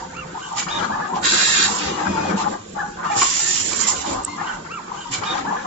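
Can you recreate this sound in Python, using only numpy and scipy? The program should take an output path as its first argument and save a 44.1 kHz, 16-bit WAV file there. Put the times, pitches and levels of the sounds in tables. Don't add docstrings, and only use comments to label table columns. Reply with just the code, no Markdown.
import sys
import numpy as np
from scipy import signal
from scipy.fft import rfft, irfft, next_fast_len
from scipy.io import wavfile
from scipy.ndimage import uniform_filter1d, minimum_filter1d, map_coordinates

SR = 44100
rng = np.random.default_rng(int(sys.argv[2]) if len(sys.argv) > 2 else 0)


def materialize(psi):
    bounded = np.clip(np.atleast_2d(psi).T, -1, 1)
    quanta = np.round(bounded * 32767).astype(np.int16)
    wavfile.write(sys.argv[1], SR, quanta)


def magnitude_from_level(level_db):
    exponent = np.asarray(level_db, float) / 20
    return 10 ** exponent


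N = 249606
T = np.arange(N) / SR
CYCLE_S = 4.55


def unit(x):
    return x / np.sqrt(np.mean(x ** 2) + 1e-20)


def along(points, hz):
    f, v = np.transpose(points)
    return np.interp(np.log(hz + 1), np.log(f + 1), v)


def sides(pan_db):
    return magnitude_from_level(np.array([pan_db / 2, -pan_db / 2]))


def wobble(rate_hz):
    return map_coordinates(rng.standard_normal(int(N * rate_hz / SR) + 4), [T * rate_hz])


def filtered(x, response):
    m = next_fast_len(N + SR // 2)
    return irfft(rfft(x, m) * response(np.fft.rfftfreq(m, 1 / SR)), m)[..., :N]


def shape(points):
    return lambda hz: magnitude_from_level(along(points, hz))


def modes(rows):
    return lambda hz: np.sqrt(sum(magnitude_from_level(2 * db) / (1 + (2 * (hz - c) / w) ** 2) ** 2 for c, w, db in rows))


def again(rows):
    return rows + [(s + CYCLE_S, *rest) for s, *rest in rows if s + CYCLE_S < T[-1]]


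def swells(start_s, length_s, db, pan_db, attack_s, fall_db_per_s, rest_db, rest_pan_db):
    t = T[::64]
    u = (t - start_s[:, None]) % CYCLE_S
    rise = np.clip(u / attack_s, 0, 1) ** 0.99
    each = magnitude_from_level(db[:, None] - fall_db_per_s * np.clip(u - length_s[:, None], 0, 1)) * rise
    rest = magnitude_from_level(rest_db) * sides(rest_pan_db)[:, None]
    power = sides(pan_db + 0 * db) ** 2 @ each ** 2 + rest ** 2
    return np.array([np.interp(T, t, np.sqrt(side)) for side in power])


# (frequency [Hz], likeness [0..1])
ALIKE = [(120, 1), (240, 1), (490, 0.51), (1500, 0.44), (3500, 0.34), (8000, 0.19)]
# (frequency [Hz], lead [rad])
LEAD = [(0, 3), (340, -0.84), (600, 4), (1210, 0.4), (1550, -8.5), (1810, 1), (2240, 2.5), (2930, 15),
        (3190, 12), (3790, 14), (4820, 7.5), (5770, 12), (6800, 1.5), (8180, 4.5)]


def rush(gain, patchy_db):
    z = signal.stft(rng.standard_normal((2, N)), nperseg=2048)[2]
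    patches = uniform_filter1d(rng.standard_normal(z.shape), size=3, axis=1)
    patches = uniform_filter1d(patches, size=4, axis=2)
    pair = signal.istft(z * magnitude_from_level(patchy_db * unit(patches)), nperseg=2048)[1][:, :N]

    def paths(hz):
        alike = np.clip(along(ALIKE, hz), 0, 1)
        lead = along(LEAD, hz) * np.clip(hz / 130 - .7, 0, 1)
        return gain(hz) * np.array([hz * 0 + 1, alike * np.exp(-1j * lead), np.sqrt(1 - alike ** 2)])

    left, shared, own = filtered(pair[[0, 0, 1]], paths)
    return unit(np.array([left, shared + own]))


# (frequency [Hz], density [dB per Hz])
HALL = [(13, -41.5), (22, -4), (55, -1.5), (114, -4.5), (181, 9), (351, -4), (632, -7.5), (1030, -13.5),
        (1570, -9), (1730, -17.5), (2430, -25.5), (4950, -35.5), (7150, -17), (7700, -44.5), (10000, -56.5),
        (16900, -120)]
# (frequency [Hz], level [dB rms])
HUM = [(174.6, -46.5), (349.5, -46)]
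# (frequency [Hz], level [dB rms], stop time [s])
FAR_MOTOR = (517, -45, 0.4)


def hall():
    hum = 0
    for hz, db in HUM:
        hum = hum + magnitude_from_level(db - 3.5 + 1.5 * wobble(8.5)) * np.sin(2 * np.pi * hz * T + 2.4 * wobble(12))
    wash = magnitude_from_level(-40 + wobble(5.1)) * rush(shape(HALL), patchy_db=5.5)
    hz, db, stop_s = FAR_MOTOR
    motor = magnitude_from_level(db - 1.5 + 3.6 * wobble(11)) * np.sin(2 * np.pi * hz * T)
    motor = motor * np.clip((stop_s - T) / 0.094, 0, 1)
    return wash + hum + motor * sides(3.8)[:, None]


# (frequency [Hz], width [Hz], level [dB])
FRAME = [(760, 100, -3), (830, 31, 2), (910, 93, -2), (1030, 37, -0.5), (1179, 230, -6.5)]
COVERS = [(1440, 820, 18), (1470, 360, 7), (1827, 49, -22.5)]
BASE = [(90.5, 31, -7), (194, 65, 1.5), (315.5, 103, 0.5), (511, 230, -0.5)]
# (start [s], length [s], frame [dB], covers [dB], left-right [dB])
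STROKES = [(0.085, 0.3, -45, -42.5, 3), (0.339, 0.084, -33.5, -55, 2), (0.432, 0.13, -36.5, -52, 3),
           (0.512, 0.066, -33.5, -56, -2.5), (0.573, 0.059, -34, -35.5, 4), (0.659, 0.2, -29.5, -32, 8.5),
           (0.887, 0.12, -25, -38.5, 0), (0.983, 0.088, -31.5, -36.5, 8.5), (1.09, 0.1, -25, -39.5, 2),
           (1.217, 0.46, -32.5, -27.5, 3), (1.672, 0.4, -28, -33.5, 8.5), (1.969, .4, -26.5, -31, 6),
           (2.375, 0.18, -26, -37.5, 3.5), (2.745, 0.12, -31, -46.5, 6.5), (2.964, 0.075, -30, -38.5, 1.5),
           (3.035, 0.16, -25.5, -31.5, 4), (3.204, 0.024, -25, -27, 10.5), (3.265, 0.49, -40, -41.5, 4),
           (3.704, .25, -29.5, -35, 1.5), (3.956, 0.069, -30.5, -37.5, -2.5),
           (4.034, 0.17, -25.5, -42.5, 2), (4.246, 0.13, -34.5, -62.5, 3.5), (4.37, 0.16, -30, -31, 2),
           (4.547, 0.061, -34.5, -47, -0.5)]
# (start [s], length [s], level [dB])
LOADS = [(0.569, 0.5, -35.5), (0.721, 0.11, -27), (0.9, 0.14, -33.5), (1.086, 0.18, -27.5), (1.285, 1, -30),
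         (1.847, 0.25, -30.5), (2.053, 0.33, -22), (2.37, 0.14, -27), (2.778, 0.3, -40), (3.13, 0.064, -26),
         (3.614, 0.38, -31), (4.048, 0.096, -23.5), (4.157, 0.086, -34.5), (4.267, 0.46, -41)]


def machine_body():
    start_s, length_s, frame_db, covers_db, pan_db = np.transpose(STROKES)

    def stroke(db):
        return swells(start_s, length_s, db, pan_db, attack_s=0.015, fall_db_per_s=343,
                      rest_db=-65, rest_pan_db=4)

    load = swells(*np.transpose(LOADS), pan_db=0, attack_s=0.038, fall_db_per_s=201.5,
                  rest_db=-41.5, rest_pan_db=0)
    lumps = wobble(40)
    frame = unit(magnitude_from_level(2.3 * lumps) * rush(modes(FRAME), patchy_db=3.5))
    covers = unit(magnitude_from_level(1.5 * lumps + 2 * wobble(70)) * rush(modes(COVERS), patchy_db=4))
    base = unit(magnitude_from_level(2 * wobble(30)) * rush(modes(BASE), patchy_db=4))
    return stroke(frame_db - 1) * frame + stroke(covers_db + 1) * covers + load * magnitude_from_level(-4) * base


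# (frequency [Hz], density [dB per Hz])
NOZZLE = [(3120, -17.5), (5300, -4), (6340, -3.5), (7210, 7), (7700, 0), (10000, -34.5), (16900, -120)]
# (frequency [Hz], width [Hz], level [dB])
BLOW_DUCT = [(1680, 320, -2.5), (1827, 150, -1.5), (2134, 74, -1.5), (2430, 40, -1), (2680, 360, -4.5),
             (3252, 130, -1.5), (3530, 120, -4.5), (3880, 450, 0.5), (4630, 150, -8.5), (4540, 610, -4.5),
             (5200, 1200, -10)]
# (frequency [Hz], density [dB per Hz])
VENT_DUCT = [(1120, -32.5), (1900, -1), (2350, -1.5), (2990, 1), (3610, -1), (5230, -3), (5600, -2.5),
             (7280, -6), (12300, -120)]
# (start [s], end [s])
BLOW_SPAN = (1.2, 1.7)
# (start [s], length [s], nozzle [dB], duct [dB], left-right [dB])
VENTS = [(0.361, 0.19, -49, -43, -8), (0.555, 0.042, -27, -24, -6.5), (0.667, 0.18, -45, -33.5, -5.5),
         (0.878, .2, -57, -42, -10), (1.134, 0.039, -56, -34, -5), (1.21, 0.027, -32, -37.5, -7.5),
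         (1.225, 0.43, -22, -16, -5.5), (1.654, 0.13, -31.5, -30.5, -15), (1.77, 0.12, -39.5, -25.5, -11),
         (1.882, .43, -43.5, -34.5, 0.5), (2.356, 0.061, -35.5, -29.5, -3.5),
         (2.457, 0.071, -44.5, -40, -8), (2.772, 0.036, -56, -44.5, 2.5), (3.029, 0.15, -47, -38, -6.5),
         (3.092, 0.084, -40.5, -36.5, -7), (3.152, 0.462, -22, -26, -6),
         (3.188, 0.025, -26.5, -20.5, -14.5), (3.623, .16, -28, -29.5, -11),
         (3.781, 0.029, -22, -32.5, -11.5), (3.808, 0.061, -31, -28.5, -13.5),
         (3.86, 0.029, -16.5, -26.5, -6), (3.935, 0.084, -35, -30.5, -11.5), (4.039, 0.09, -35, -30.5, -7),
         (4.144, 0.24, -47, -43.5, -6.5), (4.4, 0.15, -48, -42.5, -9)]
# (nozzle [dB], duct [dB], left-right [dB])
LEAK = (-52.5, -48, -14.5)


def air():
    start_s, length_s, nozzle_db, duct_db, pan_db = np.transpose(VENTS)
    leak_nozzle_db, leak_duct_db, leak_pan_db = LEAK

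    def flow(db, rest_db, wide):
        return swells(start_s, length_s, db, wide * pan_db, attack_s=0.03, fall_db_per_s=238.5,
                      rest_db=rest_db, rest_pan_db=wide * leak_pan_db)

    blowing = uniform_filter1d(1. * (T > BLOW_SPAN[0]) * (T < BLOW_SPAN[1]), size=900)
    duct = blowing * rush(modes(BLOW_DUCT), patchy_db=3.5)
    duct += (1 - blowing) * rush(shape(VENT_DUCT), patchy_db=4)
    nozzle = unit(magnitude_from_level(1.5 * wobble(260)) * rush(shape(NOZZLE), patchy_db=3.5))
    hiss = flow(nozzle_db + 2.5, leak_nozzle_db, wide=1) * nozzle
    return hiss + flow(duct_db - 2, leak_duct_db, wide=0.23) * duct


# (time [s], peak [dB], panel [Hz], left-right [dB], t60 [s])
JOLTS = [(0.023, -22, 930, 3, 0.098), (0.351, -21.5, 926, 0.5, 0.081), (0.372, -16.5, 912, 3, 0.087),
         (0.512, -28, 1050, 6, 0.07), (0.533, -16.5, 911, -2, 0.094), (0.666, -21, 1206, 6, 0.08),
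         (0.684, -19.5, 1230, -1, 0.071), (0.809, -16, 1326, 9, 0.053), (0.82, -21, 1210, 6.5, 0.055),
         (0.845, -14, 1220, 7, 0.041), (0.906, -20, 900, 4, 0.063), (0.954, -21.5, 910, 8, 0.11),
         (1.043, -15, 1243, 8, 0.07), (1.123, -21, 940, -4, 0.09), (1.134, -15.5, 1028, 2.5, 0.12),
         (1.164, -12.5, 825, 2.5, 0.092), (1.681, -17.5, 855, -1.5, 0.051), (2.143, -12.5, 878, 0, 0.11),
         (2.176, -14, 889, 2.5, 0.08), (2.37, -18, 900, 5, 0.11), (2.251, -18, 837, 3.5, 0.096),
         (2.413, -16.5, 1175, 4, 0.086), (2.796, -27, 1600, -1, 0.13), (2.815, -23.5, 1485, 2.5, 0.15),
         (2.772, -23, 818, -7, 0.12), (2.829, -18, 826, -2, 0.16), (3.055, -17.5, 1026, 4, 0.095),
         (3.1, -15.5, 831, -4, 0.13), (3.156, -21, 1154, -1, 0.1), (3.215, -12.5, 1100, 3, 0.07),
         (3.215, -16.5, 1486, 0, 0.028), (3.885, -22, 1040, 5, 0.21),
         (4.063, -23.5, 993, 3, 0.09), (4.187, -14.5, 1180, 1, 0.043), (4.278, -26, 1045, 4, 0.12),
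              (4.33, -28.5, 995, -11, 0.1), (4.6, -23.5, 907, 1, 0.051), (4.412, -22, 850, 16, 0.07),
              (4.453, -23, 976, 4, 0.086), (4.491, -16, 1512, -7, 0.056), (4.879, -23, 1176, 3, 0.073),
              (4.916, -14.5, 971, 8.5, 0.038), (5.056, -21.5, 944, 11, 0.092),
              (5.235, -17.5, 1223, -8, 0.098), (5.351, -18, 841, 9, 0.075), (5.382, -14, 1240, 1.5, 0.072),
              (5.452, -18, 980, 2, 0.04), (5.384, -17.5, 785, 0, 0.06), (5.507, -16.5, 964, 8, 0.058),
              (5.59, -17, 1225, -0.5, 0.06)]


def jolts():
    out, t = np.zeros((2, N + SR)), np.arange(SR // 5) / SR
    lag = np.array([[0], [1.04]])
    for s, db, hz, pan_db, t60_s in JOLTS:
        panel = np.sin(2 * np.pi * hz * t - lag)
        detunes = 1 + .08 * rng.standard_normal(2)
        neighbours = sum(np.sin(2 * np.pi * hz * detune * t + lag) for detune in detunes)
        swell = (1 - np.exp(-t / 0.0024)) * magnitude_from_level(db - 2 - 60 * t / max(t60_s, .02))
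        out[:, round(s * SR):][:, :len(t)] += sides(pan_db)[:, None] * swell * (panel + 0.31 * neighbours)
    return out[:, :N]


def axis(moves, orders, hz_per_s, rough, fade, boom_db):
    guard_db, guard_hz = 6, 130
    airborne, shaking = np.zeros((2, 2, N))
    for s, cruise_s, hz, db, pan_db in again(moves):
        ramp_s = hz / hz_per_s
        move_s = 2 * ramp_s + cruise_s
        at = slice(round(s * SR), round((s + move_s) * SR))
        u = T[at] - s
        speed = np.sin(np.pi / 2 * np.clip(np.minimum(u, move_s - u) / ramp_s, 0, 1)) ** 1.3
        for k, order_db, grow in orders:
            turn = 2 * np.pi * np.cumsum(k * hz * speed) / SR
            belt = 1 - rough + rough * (wobble(200) + 1j * wobble(200))[at]
            for c in range(2):
                guards = -guard_db * np.abs(rng.standard_normal(60))
                guards[0] = 0
                passed_db = np.interp(k * hz * (1 - speed) / guard_hz, np.arange(60), guards)
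                swing_db = passed_db + grow * (u - u.mean()) + 2.5 * wobble(30)[at]
                phase = turn + .9 * c * (1 + 0 * u)
                tone = magnitude_from_level(db + order_db + 4 + swing_db) * np.imag(belt * np.exp(1j * phase))
                airborne[c, at] += sides(pan_db)[c] * speed ** fade * tone
                shaking[c, at] += tone
    return airborne + magnitude_from_level(boom_db) * filtered(shaking, modes(FRAME))


# (start [s], cruise [s], cruise whine [Hz], level [dB], left-right [dB])
FEED = [(.084, .02, 2770, -36, -3), (2.975, .02, 2850, -44, 0)]
RETRACT = [(.338, .035, 3090, -41, 0), (4.378, .018, 3110, -35, 0)]
STRIP = [(.643, .058, 3700, -30.5, -4), (1.75, .08, 3710, -41, 0)]
NUDGE = [(.89, .02, 1720, -31, 3), (.985, .03, 1720, -33, 3), (2.757, .008, 1680, -27, 4),
         (3.066, .004, 2430, -33.5, 0), (3.76, .17, 2050, -41, 0)]
GANTRY = [(1.96, .2, 2477, -39, -3), (4.195, .045, 2110, -38, 0)]
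# (multiple of whine [1], level [dB], growth through move [dB/s])
FEED_ORDERS = [(.49, 4, 0), (.85, -14, 80), (1, 0, -30)]
RETRACT_ORDERS = [(.5, 1, 0), (.92, -9, 0), (1, -1, 0)]
STRIP_ORDERS = [(.25, -8, 0), (.33, -7, 0), (.475, -12, 0), (.66, -12, 0), (.8, -15, 0), (.92, -11, 0),
                (1, 0, 0)]
NUDGE_ORDERS = [(.5, -7, 0), (.7, -8, 0), (1, 0, -110)]
GANTRY_ORDERS = [(.14, -1, 0), (.5, -8, 0), (1, 0, 35), (2, -10, -30)]


def servos():
    whine = axis(FEED, FEED_ORDERS, hz_per_s=28000, rough=.3, fade=3, boom_db=-12)
    whine += axis(RETRACT, RETRACT_ORDERS, hz_per_s=31000, rough=.4, fade=4, boom_db=2)
    whine += axis(STRIP, STRIP_ORDERS, hz_per_s=49000, rough=.36, fade=2, boom_db=-4)
    whine += axis(NUDGE, NUDGE_ORDERS, hz_per_s=41000, rough=.35, fade=1.2, boom_db=-8)
    whine += axis(GANTRY, GANTRY_ORDERS, hz_per_s=20600, rough=.18, fade=6, boom_db=-14)
    return whine


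# (frequency [Hz], t60 [s])
STEEL = [(340, 0.044), (1100, 0.031), (1500, 0.017), (2300, 0.033), (3050, 0.02), (4200, 0.018),
         (4900, 0.021)]


def knocks(rows, spit_db):
    out, t = np.zeros((2, N + SR)), np.arange(SR // 10) / SR
    rise = 1 - np.exp(-t / 0.00086)
    for s, db, thud_db, pan_db in again(rows):
        ring = np.zeros((2, len(t)))
        for hz, t60_s in STEEL:
            partial_db = 1.7 * rng.standard_normal((2, 1)) + (thud_db if hz < 2000 else -6)
            ring += magnitude_from_level(partial_db - 60 * t / t60_s) * np.sin(2 * np.pi * hz * t)
        puff = magnitude_from_level(spit_db - 60 * t / .03) * np.diff(rng.standard_normal((2, len(t) + 2)), 2) / 2
        hit = magnitude_from_level(db - 17.5) * rise * (ring + puff)
        out[:, round(s * SR):][:, :len(t)] += sides(pan_db)[:, None] * hit
    return out[:, :N]


# (time [s], peak [dB], thud [dB], left-right [dB])
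STOPS = [(.165, -18, -18, -9.5), (.33, -27, 11, -4), (.368, -32, -6, 3.5), (.685, -6, -13, -10.5),
         (.77, -19, 13, 2.5), (.829, -6.5, -10.5, 5), (.904, -21.5, 9, -2.5), (1.158, -13, -20, -5.5),
         (2.398, -16, 1.5, 3.5), (2.772, -20, -5.5, -4.5), (3.053, -22.5, -4, 9), (3.216, 4, -11.5, 4),
         (3.219, 0.5, -10, -0.5), (3.224, 4, -12, -1.5), (4.062, -12.5, 0, -5), (4.089, -20, -2, 7),
         (4.413, -25, 13, 5), (4.489, -25, -5, 1)]


def slide_stops():
    return knocks(STOPS, spit_db=-29)


# (time [s], peak [dB], frequency [Hz])
THUMPS = [(0.249, -44, 140), (0.552, -37.5, 121), (0.92, -46, 118), (1.228, -39.5, 132), (1.559, -45, 67.3),
          (1.641, -32.5, 110), (1.722, -35, 99.6), (1.858, -28, 78.1), (2.328, -37, 132), (2.594, -37, 102),
          (2.681, -44, 88.8), (2.97, -47, 51.1), (3.169, -42, 140), (3.17, -32, 118), (3.495, -47, 72.7),
          (3.606, -33, 97), (3.98, -37, 72.7), (4.155, -31, 115), (4.278, -40, 94.2), (4.408, -42, 86.1),
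          (4.524, -44, 116), (4.795, -49, 140), (4.947, -39.5, 140), (5.101, -31.5, 126), (5.179, -32, 105),
          (5.376, -44, 121)]


def thumps():
    out, t = np.zeros(N + SR), np.arange(SR // 4) / SR
    for s, db, hz in THUMPS:
        swell = (1 - np.exp(-t / 0.0083)) * magnitude_from_level(db + 4 - 60 * t / .15)
        out[round(s * SR):][:len(t)] += swell * np.sin(2 * np.pi * hz * t)
    return out[:N]


# (time [s], peak [dB], thud [dB], left-right [dB])
SPOOLS = [(.567, -28, -10, -1.5), (.582, -1.5, -16, -6.5), (.598, 2.5, -28.5, 3), (1.227, -12, -11.5, 0),
          (1.246, 3, -10, -0.5), (1.659, -10, 2.5, -9), (3.198, -22.5, -7.5, 0.5), (3.228, -15.5, -2, 1.5),
          (3.366, -3, -16.5, -4.5), (3.729, -1.5, -5, -3), (3.8, -17.5, 5, -9), (3.893, -19, -19, -6.5),
          (4.076, -8, -13, 7), (4.131, -14.5, 2.5, -1.5)]


def valve_spools():
    return knocks(SPOOLS, spit_db=-11.5)


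# (start [s], length [s], frequency [Hz], level [dB])
WHISTLES = [(3.42, 0.11, 1810, -31.5), (3.26, 0.41, 1800, -40), (3.41, 0.31, 345, -39.5),
            (3.36, .08, 7100, -35.5)]


def whistles():
    out = np.zeros((2, N))
    for s, length_s, hz, db in WHISTLES:
        swell = np.sin(np.pi * np.clip((T - s) / length_s, 0, 1)) ** .5
        for side in out:
            waver = wobble(90) + 1j * wobble(68)
            side += magnitude_from_level(db) * swell * np.imag(waver * np.exp(2j * np.pi * hz * T))
    return out


# (time [s], peak [dB], left-right [dB])
TICKS = [
    (3.801, -44.5, -5.5),
    (4.134, -20.5, 7.5),
    (4.237, -22, -2.5),
    (4.25, -1.5, -6.5),
    (4.265, -28, -2),
]
# (frequency [Hz], level [dB])
TRAY = [(5500, -16.5), (6600, -12.5), (7500, -2.5), (8000, 0), (8400, -10)]


def wire():
    out, t = np.zeros((2, N + SR)), np.arange(SR // 20) / SR
    peak_s = .005
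    swell = np.exp(-.5 * ((t - peak_s) / 0.0012) ** 2) + .12 * magnitude_from_level(-60 * np.abs(t - peak_s) / 0.037)
    touch = magnitude_from_level(-22) * np.exp(-.5 * ((t - .002) / .001) ** 2)
    for s, db, pan_db in TICKS:
        ring = np.zeros((2, len(t)))
        for hz, level_db in TRAY:
            ring += magnitude_from_level(level_db) * np.sin(2 * np.pi * hz * t + rng.uniform(0, 1, (2, 1)))
        noise = np.pad(rng.standard_normal(len(t)), (0, N - len(t)))
        scrape = filtered(noise, lambda hz: (hz > 7000) * (hz < 12000))[:len(t)]
        contact = magnitude_from_level(db) * touch * scrape
        tick = magnitude_from_level(db - 14) * (swell * ring + contact)
        out[:, round((s - peak_s) * SR):][:, :len(t)] += sides(pan_db)[:, None] * tick
    return out[:, :N]


# (time [s], peak [dB], thud [dB], left-right [dB])
RATTLE = [(4.032, -17.5, -3.5, 0), (4.062, -18.5, -0.5, 0.5), (4.074, -13.5, -1, 4.5),
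          (4.137, -18, -3, 2.0), (4.187, -18, 1, 2.5), (4.22, -24, 0, -2.0)]


def gripper():
    return knocks(RATTLE, spit_db=-29)


# (frequency [Hz], t60 [s])
ROOM = [(200, 0.068), (2000, 0.53), (8000, 0.021)]


def room(x):
    hz, t, z = signal.stft(rng.standard_normal((2, SR // 2)), SR, nperseg=256)
    tail = signal.istft(z * magnitude_from_level(-60 * t / along(ROOM, hz)[:, None]), SR, nperseg=256)[1]
    return signal.fftconvolve(x, tail / np.linalg.norm(tail[0]), axes=1)[:, :N]


def ducked(background, jets):
    depth_db, knee_db = -13, -17.5
    loud = np.abs(uniform_filter1d(np.mean(jets ** 2, axis=0), size=3000))
    return magnitude_from_level(depth_db * loud / (loud + magnitude_from_level(2 * knee_db))) * background


def scene():
    jets = air() + whistles()
    whine = servos()
    near = jolts() + slide_stops() + valve_spools() + gripper()
    machine = ducked(hall(), jets) + machine_body() + jets + near + whine + thumps()
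    machine += magnitude_from_level(-6.5) * room(near) + magnitude_from_level(-13) * room(whine)
    return filtered(machine, lambda hz: hz < 7560) + wire()


def dropouts(x):
    hz, t, z = signal.stft(x, SR, nperseg=1024)
    seeds = rng.random((len(hz), len(t))) < .0025
    kept = minimum_filter1d(1. - seeds, size=4, axis=0)
    kept = minimum_filter1d(kept, size=5, axis=1)
    empty = (kept < 1) * (hz[:, None] > 400) * (hz[:, None] < 6800)
    return signal.istft(z * magnitude_from_level(-20 * empty), SR, nperseg=1024)[1][:, :N]


def roll_off(x):
    return signal.sosfilt(signal.butter(12, 12200, fs=SR, output="sos"), x)


def record(dry):
    wide = filtered(dry[0] - dry[1], lambda hz: .55 + .45 / np.sqrt(1 + (190 / (hz + 1)) ** 4))
    mid = dry.mean(axis=0)
    mix = dropouts(np.array([mid + wide / 2, mid - wide / 2]))
    return roll_off(mix)


dry = scene()
out = record(dry)
materialize(out)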